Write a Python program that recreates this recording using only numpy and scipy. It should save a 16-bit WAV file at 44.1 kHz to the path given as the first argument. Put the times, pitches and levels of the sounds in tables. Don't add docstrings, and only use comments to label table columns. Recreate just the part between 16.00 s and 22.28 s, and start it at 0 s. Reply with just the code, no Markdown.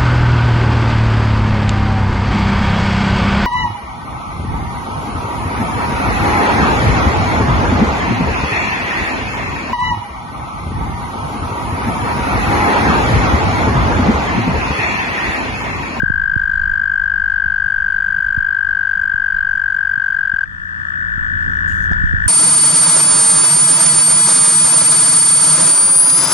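import sys
import numpy as np
from scipy import signal
from scipy.fft import rfft, irfft, next_fast_len
from scipy.io import wavfile
from scipy.ndimage import uniform_filter1d, map_coordinates

SR = 44100
rng = np.random.default_rng(int(sys.argv[2]) if len(sys.argv) > 2 else 0)


def rack_gain(trim_db):
    fader = np.asarray(trim_db, float)
    return 10 ** (fader / 20)


def store_pcm(level_fs):
    pcm = np.round(np.clip(level_fs, -1, 1) * 32767).astype(np.int16)
    wavfile.write(sys.argv[1], SR, np.atleast_2d(pcm).T)


N = 276948

ROUND, FLAT = 1.04, .37
SILENT_S = 4.45


def unit(x):
    return x / np.sqrt(np.mean(x ** 2) + 1e-20)


def along(points, hz):
    f, v = np.transpose(points)
    return np.interp(np.log(hz + 1), np.log(f + 1), v)


def curves(rows):
    s, *cols = np.transpose(rows)
    return [np.interp(np.arange(N) / SR, s, c) for c in cols]


def wobble(rate):
    knots = rng.standard_normal(int(N * rate / SR) + 4)
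    return map_coordinates(knots, [np.arange(N) * rate / SR])


def filtered(x, response):
    m = next_fast_len(N + SR // 2)
    return irfft(rfft(x, m) * response(np.fft.rfftfreq(m, 1 / SR)), m)[..., :N]


def rush(spectrum, alike, patchy_db):
    z = signal.stft(rng.standard_normal((2, N)), nperseg=512)[2]
    field = uniform_filter1d(rng.standard_normal(z.shape[1:]), size=6, axis=0)
    field = uniform_filter1d(field, size=10, axis=1)
    pair = signal.istft(z * rack_gain(patchy_db * unit(field)), nperseg=512)[1][:, :N]
    turn = np.arccos(np.clip(alike, -1, 1)) / 2
    coloured = filtered(pair, lambda hz: rack_gain(along(spectrum, hz) - 220 * (hz < spectrum[0][0])))
    mid, side = coloured * [[np.cos(turn)], [np.sin(turn)]]
    return unit(np.array([mid + side, mid - side]))


def placed(starts, shape, size):
    first = np.ceil(starts * SR).astype(int)[:, None] + np.arange(size)
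    keep = (first >= 0) & (first < N)
    return np.bincount(first[keep], shape(first / SR - starts[:, None])[keep], N)


def reeds(x):
    # (frequency [Hz], 60 dB decay time [s])
    ring = [(500, 0.074), (1700, 0.15), (6000, 0.045)]
    hz, t, z = signal.stft(rng.standard_normal((2, SR // 4)), SR, nperseg=256)
    decay = rack_gain(-60 * t / along(ring, hz)[:, None])
    tail = signal.istft(z * decay, SR, nperseg=256)[1]
    tail = tail / np.linalg.norm(tail[0])
    return signal.fftconvolve(np.pad(x, (300, 0))[None], tail, axes=1)[:, :N]


def pulse(t, hz, length, overtones, fall):
    sag = .085
    hollow = .5
    part = np.clip(t / length, 0, 1)
    arch = np.sin(np.pi * part)
    turn = 2 * np.pi * hz * t
    sagging = 1 + sag * (.06 - part / 2)
    upper = 0
    for k, db, fade_db in overtones:
        level = rack_gain(db + fade_db * part) * (1 - hollow * (k == 2) * arch ** 4)
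        upper = upper + level * np.sin(k * turn * sagging + k)
    return arch ** ROUND * np.sin(turn * (1 - fall * part / 2)) + arch ** FLAT * upper


def near_toad():
    # (time [s], pulse rate [per s])
    pace = [(0, 51.38), (0.3, 50.34), (0.9, 49.61), (1.6, 49.77), (2.3, 49.69), (2.9, 49.06), (3.3, 48.31),
            (3.6, 47.24), (3.85, 46.95), (4.1, 48.04), (4.25, 45.78), (4.32, 46.13), (4.36, 42.74),
            (4.45, 42.43)]
    # (multiple, left level [dB], right level [dB], fade over a puff [dB])
    overtones = [(2, -40, -31, 5), (3, -41, -36.5, -12), (4, -54, -38, -14), (5, -69, -56.5, -5.5),
                 (6, -70, -65.5, -12.5), (7, -79.5, -58.5, -3.5)]
    # (delay [ms], level [dB])
    water = [
        [(2.396, -17), (8.12, -24.5)],
        [(4.98, -6.7), (9.122, -17.5)],
    ]
    # (frequency [Hz], level [dB per Hz])
    breath = [(1800, -35.5), (2700, 3.5), (3800, -3.5), (4400, 0), (5500, -16.5), (7200, -6), (8300, -28),
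              (10000, -42.5), (12500, -66.5)]
    puff_s = .0108
    first_s, jitter_s = -.0005, .0002
    rest_db, swing_db, settle_s = 5, 4.5, 0.18

    beats = np.cumsum(curves(pace)[0]) / SR
    count = np.arange(int(beats[round(SILENT_S * SR)]) + 1)
    chance = rng.standard_normal((len(count), 4))
    starts = np.interp(count, beats, np.arange(N) / SR) + first_s + jitter_s * chance[:, 0]
    level_db = 0.068 * chance[:, 1]
    pan_db = rest_db + swing_db * np.exp(-starts / settle_s) + 0.27 * chance[:, 3]
    hz = 1619 + 4 * chance[:, 2:3]
    air = rush(breath, alike=0.048, patchy_db=2.5)

    def breath_gate(t):
        return np.sin(np.pi * np.clip(t / puff_s, 0, 1)) ** FLAT * rack_gain(-5 * t / puff_s)

    def pop(t):
        return np.sin(2 * np.pi * 1050 * t) * rack_gain(-60 * t / 0.0076) * np.clip(t / 0.0015, 0, 1)

    ears = []
    # voice, opening pop, shutting pop, air [dB]
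    levels = [(-5.5, -22, -40.0, -55), (-9.0, -16.5, -25.5, -49)]
    for ear, (voice_db, open_db, shut_db, air_db) in enumerate(levels):
        size = rack_gain(level_db + voice_db - ear * pan_db)[:, None]
        tones = [(row[0], row[1 + ear], row[-1]) for row in overtones]
        voice = placed(starts, lambda t: size * pulse(t, hz, puff_s, tones, fall=0.049), size=640)
        voice = voice + rack_gain(air_db) * placed(starts, breath_gate, size=640) * air[ear]
        pops = rack_gain(open_db) * placed(starts - .0008, pop, size=512)
        pops = pops + rack_gain(shut_db) * placed(starts + puff_s, pop, size=512)

        def echo(f):
            bounces = sum(rack_gain(db) * np.exp(-2j * np.pi * f * ms / 1000) for ms, db in water[ear])
            return 1 + bounces / (1 + (f / 8000) ** 4)

        ears.append(filtered(voice, echo) + filtered(pops, lambda f: 1 / (1 + (740 / (f + 1)) ** 6)))
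    return np.array(ears) + rack_gain(-30.5) * reeds(ears[0])


def neighbours():
    # (pitch [Hz], pulse [ms], one pulse centre [s], left-right [dB], left lead [ms], octave [dB])
    toads = [
        (1795, 8, 5.104, 9.5, .32, -26),
        (1690, 9.5, 5.272, 6, .31, -35),
        (1570, 9.5, 5.2, 5, .31, -30),
    ]
    # (time [s], pulse rate of each toad in turn [per s] x 3)
    paces = [(4.5, 56.3, 52.4, 60), (5, 55.7, 51.8, 58), (5.25, 55.6, 52.5, 55.9), (5.7, 55.4, 53, 54.9),
             (6.2, 55.2, 53.5, 53.4)]
    # (level [dB], swell [dB])
    voices = [
        (-39, 5.5),
        (-42.5, 3),
        (-43.5, 8),
    ]
    swell_s, swell_lasts, scatter_db = 4.45, .5, .9

    out = np.zeros((2, N))
    swell = np.clip((np.arange(N) / SR - swell_s) / swell_lasts, 0, 1)
    for toad, rate, (level_db, swell_db) in zip(toads, curves(paces), voices):
        hz, ms, centre, pan_db, lead, octave_db = toad
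        beats = np.cumsum(rate) / SR
        beats = beats - beats[round(centre * SR)]
        chance = rng.standard_normal((512, 3))[:int(beats[-1] - beats[0])]
        count = np.ceil(beats[0]) + np.arange(len(chance))
        centres = np.interp(count, beats, np.arange(N) / SR)
        starts = centres + .0003 * chance[:, 0] - ms / 2000
        tones = [(1.985, octave_db, -26.5), (3, octave_db - 24.5, -6), (4, octave_db - 24.5, -7.5)]
        size = rack_gain(scatter_db * chance[:, 1:2])
        pitch = hz + 12 * chance[:, 2:]
        train = placed(starts, lambda t: size * pulse(t, pitch, ms / 1000, tones, fall=0.056), size=512)
        voice = unit(train) * rack_gain(level_db + swell_db * swell)
        late = filtered(voice, lambda f: rack_gain(-pan_db) * np.exp(-2j * np.pi * f * lead / 1000))
        out += rack_gain(5) * np.array([voice, late]) + rack_gain(-16) * reeds(voice)
    return out


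def pond():
    # (frequency [Hz], level [dB per Hz])
    bed = [(380, -39.5), (690, -38.5), (870, -33.5), (1090, -25), (1340, -18.5), (1620, -22), (1860, -27.5),
           (2070, -49), (2510, -40.5), (3400, -36), (3900, -58), (4350, -47.5), (8000, -53.5),
           (12500, -65.5), (13600, -110)]
    return rack_gain(-45.5 + 0.55 * wobble(6)) * rush(bed, alike=-0.27, patchy_db=-2.0)


def wind():
    # (time [s], level [dB])
    gusts = [(0, -36), (1, -39.5), (2.3, -40.5), (2.6, -43.5), (3.4, -45.5), (4.3, -48.5), (4.8, -56.5),
             (5.3, -45.5), (5.8, -44), (6.28, -39)]
    # (frequency [Hz], level [dB per Hz])
    buffet_tone = [(8, -25.5), (20, -0.5), (45, -2), (80, -9), (140, -42), (300, -120)]
    # (frequency [Hz], level [dB per Hz])
    rumble_tone = [(47, -28.5), (80, 4), (178, -0.5), (204, -6.5), (453, -22), (700, -63.5), (910, -58),
                   (1540, -120)]
    # (time [s], level [dB])
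    engine = [(0, -37), (1.3, -42.5), (2.6, -46), (4.3, -47.5), (5.1, -45), (5.6, -42.5), (6.28, -44.5)]
    # (multiple, level [dB])
    harmonics = [(2, -8), (3, -18), (4, -25.5)]
    calm_db, base_db, grows = -46, -46.5, .3

    buffet_db, = curves(gusts)
    lumps = rack_gain(3.1 * np.array([wobble(10.0), wobble(7.2)]))
    buffet = unit(lumps * rush(buffet_tone, alike=-0.1, patchy_db=-0.5))
    buffet = rack_gain(buffet_db + 7) * buffet * rack_gain([[-2], [1.5]])

    rumble_db = base_db + grows * (buffet_db - calm_db)
    rumble = rack_gain(rumble_db + 2.0 + 0.64 * wobble(22))
    rumble = rumble * rush(rumble_tone, alike=0.0047, patchy_db=2.0)

    hum_db, = curves(engine)
    turn = 2 * np.pi * np.cumsum(85.45 + 1.2 * wobble(4.6)) / SR
    partials = [(1, 0)] + list(harmonics)
    hum = np.sqrt(2) * sum(rack_gain(db + 0.91 * wobble(3.5)) * np.sin(k * turn) for k, db in partials)
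    return buffet + rack_gain([[-2.5], [1.5]]) * rumble + rack_gain(hum_db) * hum


def knocks():
    # (time [s], pitch [Hz], left level [dB], right level [dB], push 1 or pull -1)
    puffs = [(0.034, 202.6, -11.5, -2, -1), (0.103, 175.3, -13, -4.5, -1), (0.147, 103, -17, -28, 1),
             (0.364, 139.3, -16, -4, -1), (0.496, 115, -19, -25, 1), (1.462, 98, -30, -15, -1),
             (1.665, 98, -21, -25, -1), (2.379, 103.8, -11.5, -11, -1), (3.145, 100.8, -24, -20, 1),
             (3.978, 141, -26, -15.5, -1), (4.34, 117, -16, -23, -1), (5.181, 131, -16.5, -18.5, 1),
             (5.366, 113, -19, -23, -1), (5.482, 119, -13, -21.5, -1), (5.912, 148, -18, -9.5, 1),
             (5.917, 112.3, -37, -4, 1), (5.931, 59.7, -8.5, -28, 1), (6.041, 98, -8.5, -0.5, -1),
             (6.139, 126, -10, -3.5, 1), (6.264, 97.8, -9, -2.5, 1)]
    s, hz, left_db, right_db, sign = np.transpose(puffs)[..., None]

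    def swing(t):
        turns = t * hz
        push = np.clip(turns / .25, 0, 1)
        return np.sin(2 * np.pi * turns ** .7) * push * np.exp(-.6 * turns ** 1.3)

    starts = (s - .3 / hz)[:, 0]
    sweep = ((left_db > right_db - 6) / hz / 4)[:, 0]
    ports = []
    for side, db, at in [(-0.67, left_db, starts - sweep), (0.8, right_db, starts)]:
        size = side * np.sign(sign) * rack_gain(db + 2.0)
        ports.append(placed(at, lambda t: size * swing(t), size=2048))
    return np.array(ports)


def scrape():
    # (level [dB], resonance from [Hz], to [Hz])
    top_db, from_hz, to_hz = (-48, 7100, 6300)
    # (start [s], end [s])
    start, end = (5.67, 5.89)
    # (time [s], peak level [dB], pitch [Hz], left-right [dB])
    touches = [(.03, -47, 7160, -3), (.08, -48, 8000, -10), (4.455, -38, 2370, 2.5), (5.513, -44, 6070, 1),
               (5.567, -42, 5760, -8), (5.71, -35, 2800, 8), (5.722, -30, 2880, 7), (5.919, -36, 6170, 3),
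               (5.921, -40, 4900, 9), (5.917, -43, 7450, 3), (5.919, -19, 740, -3.5),
               (6.269, -42, 5900, -8), (6.27, -48, 8800, -8)]
    in_s, out_s, fade_db = .015, .04, 4

    t = np.arange(N) / SR
    part = np.clip((t - start) / (end - start), 0, 1)
    on = np.clip(np.minimum((t - start) / in_s, (end - t) / out_s), 0, 1)
    level_db = top_db - fade_db * part
    hz = from_hz + (to_hz - from_hz) * np.sqrt(part)
    slow = unit(filtered(rng.standard_normal((2, N)), lambda f: 1 / (1 + (f / 280) ** 2)))
    narrow = slow * np.sin(2 * np.pi * np.cumsum(hz) / SR)
    hiss = [(2000, -20), (4500, -4), (8000, 0), (11000, -9), (13000, -14), (14000, -70)]  # (Hz, dB)
    wide = rush(hiss, alike=.4, patchy_db=1.5)

    s, db, tick_hz, pan_db = np.transpose(touches)[..., None]

    def tick(t, side):
        ring = np.sin(2 * np.pi * tick_hz * t) * rack_gain(-60 * t / .011)
        return rack_gain(db + side * pan_db / 2) * ring * np.clip(t / 0.00033, 0, 1)

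    ticks = [placed(s[:, 0], lambda t: tick(t, side), size=1024) for side in (1, -1)]
    return on * rack_gain(level_db + 2 * wobble(30)) * (narrow + rack_gain(-5) * wide) + ticks


def lift():
    jump_db, jump_s = 3, 0.022
    lift_db, lift_s = 11.5, 1
    duck_at, duck_db, duck_s = 5.92, 1.5, .1
    t = np.arange(N) / SR

    def rise(start, tau):
        return 1 - np.exp(-np.clip(t - start, 0, None) / tau)

    recovery_db = jump_db * rise(SILENT_S, jump_s) + lift_db * rise(SILENT_S, lift_s)
    return rack_gain(recovery_db - duck_db * rise(duck_at, duck_s))


def scene():
    behind = neighbours() + pond() + wind()
    return near_toad() + lift() * behind + knocks() + scrape()


def top_cut(x):
    return signal.sosfilt(signal.butter(12, 18300, fs=SR, output="sos"), x)


def record(dry):
    soft = dry / (1 + np.abs(dry / .85) ** 8) ** (1 / 8)
    return top_cut(soft)


dry = scene()
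out = record(dry)
store_pcm(out)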